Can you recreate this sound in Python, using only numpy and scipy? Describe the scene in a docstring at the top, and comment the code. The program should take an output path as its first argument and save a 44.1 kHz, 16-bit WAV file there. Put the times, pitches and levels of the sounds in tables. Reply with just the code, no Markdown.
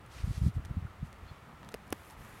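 """Wind strikes the microphone of a hand-held camera in short low puffs, each a pressure pulse on the
diaphragm with turbulence around it. Beside it a fabric cover swishes and squeaks by sliding friction.
Later a finger taps the camera case twice, each impact a crack and a damped thud, among small ticks and
the dull creep of the grip; soft rubbing follows. A steady wash of distant town noise lies underneath."""
import sys
import numpy as np
from scipy.fft import rfft, irfft, next_fast_len
from scipy.io import wavfile
from scipy.ndimage import map_coordinates

SR = 44100
rng = np.random.default_rng(int(sys.argv[2]) if len(sys.argv) > 2 else 0)


def dump_mix(stems):
    """Bounce the given channels to the path in sys.argv[1] as a 16-bit WAV at rate SR."""
    frames = np.atleast_2d(stems).T  # one column per channel
    limited = np.clip(frames, -1, 1)  # hard clip at full scale
    pcm = np.round(limited * 32767).astype(np.int16)
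    wavfile.write(sys.argv[1], SR, pcm)


N = 105840
TIME = np.arange(N) / SR


def amp(db):
    """Amplitude ratio of a level in decibels."""
    return 10 ** (np.asarray(db) / 20)


def unit(x):
    """Normalisation to rms 1."""
    return x / np.sqrt(np.mean(x ** 2) + 1e-20)


def wobble(rate):
    """Smooth random modulation through `rate` knots a second."""
    knots = rng.standard_normal(int(N * rate / SR) + 4)
    return map_coordinates(knots, [TIME * rate])


def filtered(x, response):
    """Linear filtering: the spectrum of x times a frequency response."""
    size = next_fast_len(N + SR // 2)
    return irfft(rfft(x, size) * response(np.fft.rfftfreq(size, 1 / SR)), size)[:N]


def noise(spectrum, tilt_db_per_octave=0, tilt_from_hz=900):
    """Spectrally shaped noise of rms 1, with an optional tilt of the treble."""
    knots_hz, knots_db = np.transpose(spectrum)
    def colour(hz):
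        level_db = np.interp(np.log(hz + 1), np.log(knots_hz), knots_db)
        octaves = np.log2(np.maximum(hz / tilt_from_hz, 1))
        return amp(level_db + tilt_db_per_octave * octaves)
    return unit(filtered(rng.standard_normal(N), colour))


def burst(envelope, x):
    """Amplitude modulation of x, scaled to carry the energy of the envelope."""
    shaped = envelope * x
    return shaped * np.linalg.norm(envelope) / (np.linalg.norm(shaped) + 1e-20)


def swell(centre_s, sigma_s):
    """Gaussian envelope of peak 1."""
    return np.exp(-((TIME - centre_s) / sigma_s) ** 2 / 2)


def stroke(start_s, end_s, edge_s=0.0081):
    """Plateau envelope with a sigmoid rise and fall."""
    rise = 1 + np.tanh((TIME - start_s) / edge_s / 2)
    fall = 1 + np.tanh((end_s - TIME) / edge_s / 2)
    return rise * fall / 4


def snap(start_s, t60_s, attack_s=0.0004):
    """Transient envelope of peak 1: quick attack, exponential decay."""
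    age = np.maximum(TIME - start_s, 0)
    envelope = (1 - np.exp(-age / attack_s)) * amp(-60 * age / t60_s)
    return envelope / envelope.max()


# Spectrum of the distant town: frequency_hz, level_db
TOWN_SPECTRUM = [(150, -2), (250, -5), (510, -5.5), (831, -5), (1060, -4.5), (1330, -2.5), (1530, -9),
                 (1880, -8.5), (2440, -13), (3580, -19), (5250, -26), (14400, -32), (16000, -34)]

def town(level_db=-56, waver_db=0.5):
    """Superposition: many far sources add up to a nearly even wash."""
    return amp(level_db + waver_db * wobble(6.66)) * noise(TOWN_SPECTRUM)


# Shifts of the grip: start_s, end_s, level_db
GRIP_SHIFTS = [(1.43, 1.544, -54), (1.609, 1.706, -52.5), (1.873, 1.943, -52.5), (2.177, 2.373, -58)]
# Their spectrum through the case: frequency_hz, level_db
GRIP_SPECTRUM = [(30, -25), (100, -9), (150, 1), (230, -2), (400, -23), (1000, -13.5), (4000, -60)]

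def grip():
    """Structure-borne sound: the creeping hand murmurs dully through the case."""
    envelope = sum(amp(db) * stroke(start, end) for start, end, db in GRIP_SHIFTS)
    return envelope * noise(GRIP_SPECTRUM)


def friction(strokes, spectrum, grain_db=0.94, catches_per_s=350):
    """Sliding friction: noise made grainy by fibres that catch and let go."""
    slide = sum(amp(db) * stroke(start, end) * noise(spectrum, tilt) for start, end, db, tilt in strokes)
    return slide * unit(amp(grain_db * wobble(catches_per_s)))


# Strokes of the hand: start_s, end_s, level_db, tilt_db_per_octave
RUB_STROKES = [(1.94, 2.06, -65.5, -1), (2.04, 2.14, -62.5, 0), (2.178, 2.45, -62, -2),
               (2.23, 2.45, -62, -8.5)]
# Spectrum of the rubbing: frequency_hz, level_db
RUB_SPECTRUM = [(200, -9), (900, -11), (2000, 5.5), (4000, -5), (7000, -3.5), (9500, -2), (11500, 1),
                (13500, -4), (16500, -14)]

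def rubbing():
    """Friction of the sliding hand gives a soft hiss."""
    return friction(RUB_STROKES, RUB_SPECTRUM)


# Strokes of the fabric: start_s, end_s, level_db, tilt_db_per_octave
SWISH_STROKES = [(.11, .23, -58, -2), (.175, .22, -53.5, -5.5), (.235, .41, -60, 1.5),
                 (.325, .385, -57, -1.5), (.41, .495, -60, 1), (.445, .49, -58, 1), (.545, .565, -61.5, 2),
                 (1.05, 1.08, -65.5, 3), (1.24, 1.4, -66, -8), (1.275, 1.315, -69, -8)]
# Spectrum of sliding fabric: frequency_hz, level_db
SWISH_SPECTRUM = [(200, -9), (900, -11), (2000, 0.5), (3000, -0.5), (4600, -0.5), (6500, -3), (9000, -5),
                  (12000, -8.5), (14500, -18), (16500, -33)]

def swishes():
    """Friction of the moving fabric radiates broadband noise."""
    return friction(SWISH_STROKES, SWISH_SPECTRUM)


# Squeaks of the cloth: centre_s, sigma_s, pitch_hz, level_db
CLOTH_SQUEAKS = [(.870, 0.0043, 1400, -52), (1.291, .010, 4280, -64), (1.294, 0.0098, 3420, -66),
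                 (2.123, 0.017, 880, -59)]

def squeaks(half_width_hz=78):
    """Stick-slip motion of the cloth gives brief, rough tones of narrow-band noise."""
    def tone(pitch_hz):
        resonance = lambda hz: 1 / (1 + ((hz - pitch_hz) / half_width_hz) ** 2)
        return unit(filtered(rng.standard_normal(N), resonance))
    return sum(amp(db) * burst(swell(at, sigma), tone(hz)) for at, sigma, hz, db in CLOTH_SQUEAKS)


# Ticks of the grip and creases: start_s, level_db, t60_s, tilt_db_per_octave
TICK_EVENTS = [(.063, -52, .008, 4), (.6497, -38.5, 0.0099, 0), (0.655, -46, 0.018, 0),
               (1.128, -43.5, 0.0079, -1), (1.63, -44, 0.015, -7), (1.6475, -47, 0.0038, -1),
               (1.689, -37.5, 0.0093, -1.5), (1.718, -48, .008, 0), (1.723, -47, 0.0088, -2),
               (1.870, -54, .005, 1), (1.8782, -48.5, .005, 1), (1.9049, -41, 0.0045, 7),
               (2.1, -46.5, 0.01, 0), (2.1082, -43.5, .005, 5), (2.248, -49, .005, 5)]
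# Spectrum of a tick: frequency_hz, level_db
TICK_SPECTRUM = [(200, -7), (900, 4), (2000, 5), (3200, -0.5), (6000, 0), (9800, -1.5), (13000, -11),
                 (15000, -13), (16500, -24)]

def ticks():
    """Impulsive excitation without resonance: tiny dry snaps."""
    return sum(amp(db) * burst(snap(start, t60), noise(TICK_SPECTRUM, tilt)) / 2
               for start, db, t60, tilt in TICK_EVENTS)


def thud(start_s, pitch_hz, cycles=4.7, attack_s=0.00053):
    """Damped oscillation: a mode of the case decays by 60 dB in `cycles` periods."""
    age = np.maximum(TIME - start_s, 0)
    envelope = (1 - np.exp(-age / attack_s)) * amp(-60 * pitch_hz * age / cycles)
    return envelope * np.sin(2 * np.pi * pitch_hz * age)


# Taps on the case, two contacts each:
# start_s, crack_db, thud_db, pitch_hz, second_delay_s, second_crack_db, second_thud_db
FINGER_TAPS = [(1.7417, -27, -24.5, 493, 0.0044, -36, -22.5),
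               (1.9257, -20.5, -18.5, 295, 0.0029, -22.5, -43.5)]
# Spectrum of the contact noise: frequency_hz, level_db
CRACK_SPECTRUM = [(100, -19), (600, 10.5), (1100, -3), (1700, 2), (2600, 1.5), (3700, -11.5), (4700, -5),
                  (5900, -4), (7200, -10.5), (11200, -4.5), (13000, -12), (15000, -15), (16500, -26)]

def taps(scuff_relative_db=-26.5, thud_lag_s=0.00032):
    """Impact: each contact of the finger cracks and sets the case vibrating; the skin scuffs lightly."""
    sound = np.zeros(N)
    contact_noise = noise(CRACK_SPECTRUM)
    for start, crack_db, thud_db, hz, delay, second_crack_db, second_thud_db in FINGER_TAPS:
        scuff = swell(start + delay / 2, sigma_s=0.0047) * contact_noise / 2
        sound += amp(crack_db + scuff_relative_db) * scuff
        contacts = [(start, crack_db, thud_db), (start + delay, second_crack_db, second_thud_db)]
        for at, noise_db, mode_db in contacts:
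            crack = burst(snap(at, t60_s=0.0044), contact_noise) / 2
            sound += amp(noise_db) * crack + amp(mode_db) * thud(at + thud_lag_s, hz)
    return sound


def pressure_pulse(centre_s, pitch_hz):
    """Ricker wavelet: one pressure bump with a dip on either side and no ringing."""
    phase_squared = (np.pi * pitch_hz * (TIME - centre_s)) ** 2
    return (1 - 2 * phase_squared) * np.exp(-phase_squared)


# Puffs on the microphone port: centre_s, peak_db, pitch_hz
WIND_PUFFS = [(0.169, -42.5, 80), (0.204, -41, 75), (0.243, -25.5, 83), (0.279, -25.5, 114.6),
              (0.31, -23, 80), (0.361, -40, 75), (0.3805, -28.5, 95), (0.4207, -22, 104), (0.4383, -23, 92),
              (0.4514, -26, 91), (0.4665, -16.5, 113.4), (0.4837, -21.5, 113), (.5, -36, 80),
              (0.5713, -21.5, 82), (0.5964, -26, 75), (.652, -35.5, 67.6), (.7121, -26.5, 100),
              (0.727, -42, 95), (0.7712, -27, 156), (0.7829, -28, 105), (0.7937, -34.5, 110),
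              (.828, -33.5, 115), (0.8533, -30, 90), (0.906, -46.5, 80.4), (1.0317, -26.5, 124),
              (1.0519, -42, 98), (1.085, -44, 85), (1.187, -47, 78), (1.233, -42.5, 70), (1.266, -42, 73),
              (1.3172, -37, 89), (2.2098, -41, 81)]
# Spectra of the eddies in a puff, the wake around it and the rumble between: frequency_hz, level_db
EDDY_SPECTRUM = [(20, -38), (50, 12), (130, -7.5), (220, -5.5), (330, -16.5), (600, -34), (1500, -63),
                 (4000, -100)]
WAKE_SPECTRUM = [(15, -37), (30, -15), (50, 2), (90, 8.5), (130, -8), (200, -23), (500, -60), (2000, -100)]
RUMBLE_SPECTRUM = [(15, -5), (35, -4.5), (65, 6.5), (140, 0), (220, -5.5), (330, -14.5), (600, -34),
                   (2000, -77)]

def wind(eddy_relative_db=-16, wake_relative_db=-17.5, rumble_db=-56, waver_db=2, fade_db_per_s=1.5):
    """Turbulent pressure: puffs push the diaphragm, with quick eddies, slow wakes and a fading rumble."""
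    pulses, eddy_envelope, wake_power = np.zeros((3, N))
    for at, db, hz in WIND_PUFFS:
        pulses += amp(db) * pressure_pulse(at, hz)
        eddy_envelope += amp(db + eddy_relative_db) * swell(at, sigma_s=0.0091)
        wake_power += (amp(db + wake_relative_db) * swell(at, sigma_s=0.021)) ** 2
    rumble_envelope = amp(rumble_db - fade_db_per_s * TIME + waver_db * wobble(6.8))
    eddies = burst(eddy_envelope, noise(EDDY_SPECTRUM))
    wake = burst(np.sqrt(wake_power), noise(WAKE_SPECTRUM))
    return pulses + eddies + wake + rumble_envelope * noise(RUMBLE_SPECTRUM)


def scene():
    """Superposition of all sources in one channel, without reverberation."""
    cloth = swishes() + squeaks()
    hand = taps() + ticks() + grip() + rubbing()
    return (town() + cloth + hand + wind())[None]


def record(dry, low_cut_hz=24, top_hz=15900):
    """Band limiting: the camera rolls off the deepest bass and cuts the highest treble."""
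    high_pass = lambda hz: (hz / low_cut_hz) ** 2 / np.sqrt(1 + (hz / low_cut_hz) ** 4)
    return filtered(dry[0], lambda hz: high_pass(hz) * (hz < top_hz))[None]


dry = scene()
out = record(dry)
dump_mix(out)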